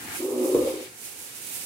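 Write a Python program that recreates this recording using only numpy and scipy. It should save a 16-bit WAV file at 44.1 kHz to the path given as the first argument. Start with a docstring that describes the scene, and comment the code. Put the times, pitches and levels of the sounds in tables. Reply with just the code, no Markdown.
"""A short scuff and a low handling rumble open on a small tiled bathroom, cloth and fingers rustling close by.
At 0.2 s something rubs along a hollow bathtub: a low, juddering stick-slip groan that locks into a note.
Just past half a second it bumps the tub three times in quick succession, and the room booms.
The groan dies away by 0.9 s; the rustle, mostly on the right, carries on over a soft swish of clothing."""
import sys
import numpy as np
from scipy import signal
from scipy.fft import rfft, irfft
from scipy.io import wavfile
from scipy.ndimage import uniform_filter1d

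SR = 44100
rng = np.random.default_rng(int(sys.argv[2]) if len(sys.argv) > 2 else 0)


def master_out(mix):
    """Clip the mix to full scale and print it as 16-bit PCM to the path in sys.argv[1]."""
    frames = np.transpose(np.atleast_2d(mix))
    ceiling = np.clip(frames, -1, 1)
    pcm = np.round(ceiling * 32767).astype(np.int16)
    wavfile.write(sys.argv[1], SR, pcm)


N = 72765

# ringing modes of the hollow tub (frequency [Hz], relative level [dB], t60 [s])
TUB_MODES = [(254.1, -9, 0.33), (278.5, -5.5, 0.17), (318, 0, 0.38), (373.7, 3.5, 0.27), (397.4, -3, 0.55),
             (428.5, -8, 0.4), (470, -9, 0.13), (498, -2, 0.28), (518, 1, 0.54), (527, -17, 0.21),
             (567, -15, 0.3)]


def rub():
    """Friction along the tub: a wide groan, a centred note and a rasp that opens under firm contact."""
    # swell of the tub's three resonance bands (time [s], lower [dB], middle [dB], upper [dB])
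    band_levels = [(.15,-56,-62,-65), (.19,-49,-42.5,-51), (.21,-38.5,-35.5,-51), (.25,-38.5,-37.5,-42.5),
                   (.31,-40,-35,-36), (.35,-34,-27,-36.5), (.378,-33,-33.5,-33), (.41,-30.5,-30.5,-35),
                   (.445,-26,-28.5,-29), (.495,-40,-33.5,-31.5), (.538,-32,-31,-33), (.555,-25.5,-39,-22.5),
                   (.62,-32,-33.5,-27), (.648,-34,-29.5,-27), (.68,-38,-44,-24.5), (.72,-41.5,-34.5,-35.5),
                   (.746,-37,-35.5,-34.5), (.775,-46,-37.5,-46.5), (.805,-44,-40.5,-37.5),
                   (.835,-50,-44,-45.5), (.85,-61,-47,-54), (.89,-66,-53,-58), (.95,-80,-77,-80)]
    # tone of the contact rasp (frequency [Hz], relative density [dB])
    rasp_colour = [(20, -50), (55, -29), (90, -10.5), (160, -3), (620, 0.5), (800, 0), (1000, -4),
                   (1250, -3), (1450, -24), (2500, -35)]
    side_db, rasp_db, rasp_follow = -11.5, -29.5, 0.45
    contact_from_db, contact_range_db = -40.5, 7
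    gains = undb([curve(band_levels, column) for column in (1, 2, 3)])
    mid = groan(gains) + note()
    side = undb(side_db) * groan(gains)
    force_db = 10 * np.log10(np.sum(gains ** 2, axis=0))
    rasp = colour(noise(), rasp_colour) * undb(rasp_db + rasp_follow * force_db)
    contact = np.clip((force_db - contact_from_db) / contact_range_db, 0, 1)
    return np.array([mid + side, mid - side]) + rasp * contact


def groan(gains):
    """Stick-slip drives the tub; the balance of its resonances shifts as the contact slides."""
    # edges of the lower, middle and upper resonance bands (frequency [Hz])
    edges = [241.6, 321.3, 451, 605]
    slips = grains(per_s=600, scatter_db=4.5)
    wall = unit(ring(slips, TUB_MODES)) + undb(-10) * unit(hollow_wall(slips))
    sound = np.zeros(N)
    for gain, low_hz, high_hz in zip(gains, edges, edges[1:]):
        band = signal.sosfiltfilt(butter(4, [low_hz, high_hz], "bandpass"), wall)
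        power = uniform_filter1d(band ** 2, size=2800)  # about a sixteenth of a second
        sound += gain * band / np.sqrt(power + 1e-12)  # evened out, so the gain shapes the swell
    return sound


def note():
    """Regular stick-slip sings around the tub's strongest resonance, bending with the pressure."""
    # bend and swell of the note (time [s], pitch [Hz], relative level [dB])
    contour = [(.18,350,-76), (.206,350.6,-29.5), (.25,367,-26), (.285,388,-30.5), (.32,408.6,-34),
               (.355,375.4,-48), (.39,365.4,-32), (.42,365.6,-29.5), (.5,366.7,-26.5), (.55,370.7,-21.5),
               (.59,359.1,-30), (.625,350,-24.5), (.66,352,-60), (.7,349,-90)]
    pitch_waver, shake_db = 0.01, 1
    hz = curve(contour) * (1 + pitch_waver * waver(per_s=60))
    level_db = curve(contour, column=2) - 1 + shake_db * waver(per_s=60)
    return np.sqrt(2) * np.sin(2 * np.pi * np.cumsum(hz) / SR) * undb(level_db)


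def bumps():
    """Soft blows on the tub: a hollow knock, its ring, a clack, a thud and a lingering room boom."""
    # the three blows (time [s], strength [dB])
    hits = [(.5461, -8), (.5656, -10.5), (.5903, -15.5)]
    # low room modes the blows wake (frequency [Hz], relative level [dB], t60 [s])
    boom_modes = [(72.3, 2, 0.73), (95.17, -3.5, 0.17), (119.4, 4, 0.08), (168.1, -0.5, 0.12)]
    # brief higher ring of a blow (frequency [Hz], relative level [dB], t60 [s])
    clack_modes = [(973, 5, 0.06), (1021, 5.5, 0.15), (1170, 4, 0.13), (1313, -7, .1)]
    # tone of the dull thud (frequency [Hz], relative density [dB])
    thud_colour = [(20, -59), (55, -48), (90, -14), (160, 6), (220, -8), (700, -11), (850, -5), (1030, 3),
                   (1400, -21), (3000, -21)]
    blows = np.zeros(N)
    for time_s, db in hits:
        blows[int(time_s * SR)] += undb(db)

    def peaked(x, db):
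        """Set a layer's peak relative to the hardest blow."""
        return undb(db) * blows.max() * x / np.abs(x).max()

    knock = peaked(hollow_wall(blows), db=0)
    tub_ring = peaked(ring(blows, TUB_MODES), db=-16.5)
    clack = peaked(ring(blows, clack_modes), db=-25.5)
    late_blows = np.roll(blows, int(0.0049 * SR))
    boom = peaked(ring(late_blows, boom_modes, rise_s=0.011), db=-29)  # the room takes a moment to fill
    burst = colour(noise(), thud_colour) * decay(np.arange(N) / SR, t60_s=0.1)
    thud = undb(-24.5) * signal.fftconvolve(blows[None], burst, axes=1)[:, :N]
    return knock + tub_ring + clack + boom + thud


def hollow_wall(x):
    """The short, hollow response of the tub wall."""
    return signal.sosfilt(butter(4, [257, 514], "bandpass"), x)


def rustle():
    """Dense fibre slips of cloth and fingers close by, louder and brighter on the right."""
    # swell of the rustle (time [s], relative level [dB])
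    levels = [(0,-47), (.05,-45.5), (.11,-45), (.15,-40.5), (.266,-44), (.36,-45.5), (.425,-42),
              (.70,-43.5), (.745,-46), (.83,-46.5), (.90,-50), (.97,-48), (1.005,-44), (1.09,-42.5),
              (1.16,-46.5), (1.19,-44.5), (1.225,-42.5), (1.32,-46), (1.368,-43.5), (1.402,-46.5),
              (1.42,-43.5), (1.525,-40.5), (1.65,-40.5)]
    # its tone on each side (frequency [Hz], relative density [dB])
    left_colour = [(400, -34), (1300, -12), (2100, -1), (3500, -10), (6000, 0), (8700, 0.5), (10500, -2),
                   (12500, -7.5), (16000, -8.5)]
    right_colour = [(400, -9), (1500, -15), (3500, -12), (6000, -3.5), (8000, 0), (9600, 0.5), (12500, -4),
                    (16000, -9)]
    catch_db, firm_db, brighten = 0.64, -47.5, 0.69
    left = undb(-2) * colour(grains(per_s=14000, scatter_db=3.5), left_colour)
    right = undb(6) * colour(grains(per_s=14000, scatter_db=3.5), right_colour)
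    fibres = np.array([left, right])
    level_db = curve(levels) + catch_db * waver(per_s=30.06)  # the cloth catches and slides unevenly
    treble = signal.sosfiltfilt(butter(2, 9000, "high"), fibres)
    treble_gain = undb(brighten * (level_db - firm_db))  # firmer rubbing is brighter
    return (fibres + treble * (treble_gain - 1)) * undb(level_db)


def swish():
    """The softer, duller swish of moving clothing, spread by the tiles and leaning left."""
    # swell of the swish (time [s], relative level [dB])
    levels = [(0, -55.5), (.2, -47), (.3, -55), (.45, -49.5), (.6, -49), (.69, -45), (.74, -49),
              (.865, -48.5), (.91, -58.5), (.97, -61), (1.06, -49.5), (1.15, -54.5), (1.42, -51),
              (1.56, -47.5), (1.65, -48.5)]
    # its tone (frequency [Hz], relative density [dB])
    tone = [(150, -63), (280, -12), (550, 2), (1200, -5), (1700, 1.5), (2300, 5), (3300, 2.5), (5000, 1),
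            (9000, -31)]
    return colour(tiled_noise(), tone) * undb(curve(levels) + 3) * pan(left_db=4)


def scuff():
    """A short midrange scuff at the start, spread by the tiles and leaning left."""
    # swell of the scuff (time [s], relative level [dB])
    levels = [(0, -45.5), (.04, -48), (.11, -43), (.16, -42.5), (.21, -55), (.3, -59)]
    # its tone (frequency [Hz], relative density [dB])
    tone = [(200, -7), (550, -13), (740, 5.5), (1000, -0.5), (1250, -1.5), (1430, 4), (1530, -4.5),
            (1650, 1), (1850, 2.5), (2300, 1.5), (3200, -7.5), (6000, -12.5)]
    return colour(tiled_noise(), tone) * undb(curve(levels) + 6) * pan(left_db=4)


def tiled_noise():
    """Noise with dense reflections off the tiled walls, different on each side."""
    direct = rng.standard_normal((2, N))
    t = np.arange(SR // 3) / SR
    echoes = rng.standard_normal((2, len(t))) * decay(t, t60_s=0.19)
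    echoes /= np.sqrt(np.sum(echoes ** 2, axis=1, keepdims=True))
    return unit(direct + undb(1) * signal.fftconvolve(direct, echoes, axes=1)[:, :N])


def rumble():
    """Low handling rumble over the steady air of the room."""
    # swell of the handling rumble (time [s], level [dB])
    levels = [(0, -50), (.06, -46), (.18, -51.5), (.5, -86), (.9, -61), (1.3, -63.5), (1.5, -54),
              (1.65, -55.5)]
    # tones of the handling and of the room air (frequency [Hz], relative density [dB])
    handling_colour = [(20, -48), (47, -18), (75, 5), (190, 2.5), (270, 8.5), (350, 4), (470, -8),
                       (900, -50)]
    air_colour = [(20, -38), (47, -26), (70, 1), (120, 7), (200, 1.5), (370, 7), (520, 7), (700, -47),
                  (1200, -35), (4000, -44), (15000, -44)]
    handling = colour(noise(), handling_colour) * undb(curve(levels))
    air = colour(noise(), air_colour) * undb(-58)
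    return handling + air


def grains(per_s, scatter_db):
    """Randomly timed tiny slips of uneven size."""
    slips = (rng.random(N) < per_s / SR) * rng.choice([-1, 1], N)
    return slips * undb(scatter_db * rng.standard_normal(N))


def ring(x, modes, rise_s=0):
    """Drive a set of decaying modes, which may swell in gradually."""
    t = np.arange(SR // 2) / SR
    response = sum(undb(db) / np.sqrt(t60) * np.sin(2 * np.pi * hz * t) * decay(t, t60)
                   for hz, db, t60 in modes)
    swell = np.minimum(t / (rise_s + 1 / SR), 1)
    return signal.fftconvolve(x, response * swell)[:N]


def noise():
    """Stereo noise, alike in both ears in the bass and unrelated in the treble."""
    wide_hz = 1230
    mid, side = rng.standard_normal((2, N))
    width = np.clip(np.arange(N // 2 + 1) * SR / N / wide_hz, .15, 1)
    side = irfft(rfft(side) * width, N)
    return np.array([mid + side, mid - side])


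def colour(x, points):
    """Shape a signal with an EQ curve of (Hz, dB) points, at rms 1."""
    hz, db = np.array(points).T
    bin_hz = np.maximum(np.arange(N + 1) * SR / (2 * N), 1)
    eq = undb(np.interp(np.log(bin_hz), np.log(hz), db))
    return unit(irfft(rfft(x, 2 * N) * eq)[..., :N])


def waver(per_s):
    """A smooth random wobble at rms 1."""
    count = int(N / SR * per_s) + 2
    return unit(signal.resample(rng.standard_normal(count), N))


def curve(rows, column=1):
    """One column of a table, joined by straight lines in time."""
    rows = np.array(rows)
    return np.interp(np.arange(N) / SR, rows[:, 0], rows[:, column])


def decay(t, t60_s):
    """A tail that falls 60 dB in t60_s."""
    return np.exp(-np.log(1000) * t / t60_s)


def butter(order, hz, kind):
    """Butterworth filter sections."""
    return signal.butter(order, hz, kind, fs=SR, output="sos")


def pan(left_db):
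    """Channel gains for a left-minus-right level."""
    return undb(np.array([[left_db], [-left_db]]) / 2)


def undb(db):
    """Decibels to gain."""
    return 10 ** (np.asarray(db) / 20)


def unit(x):
    """Scale to rms 1."""
    return x / np.sqrt(np.mean(x ** 2))


def scene():
    """The stereo mix: tub in front, cloth and room around it."""
    return rub() + bumps() + rustle() + swish() + scuff() + rumble()


def record(dry):
    """Roll off the bass below 71 Hz and cut the top steeply at 15750 Hz."""
    thin = signal.sosfilt(butter(2, 71, "high"), dry)
    return signal.sosfilt(signal.ellip(10, .2, 80, 15750, fs=SR, output="sos"), thin)


dry = scene()
out = record(dry)
master_out(out)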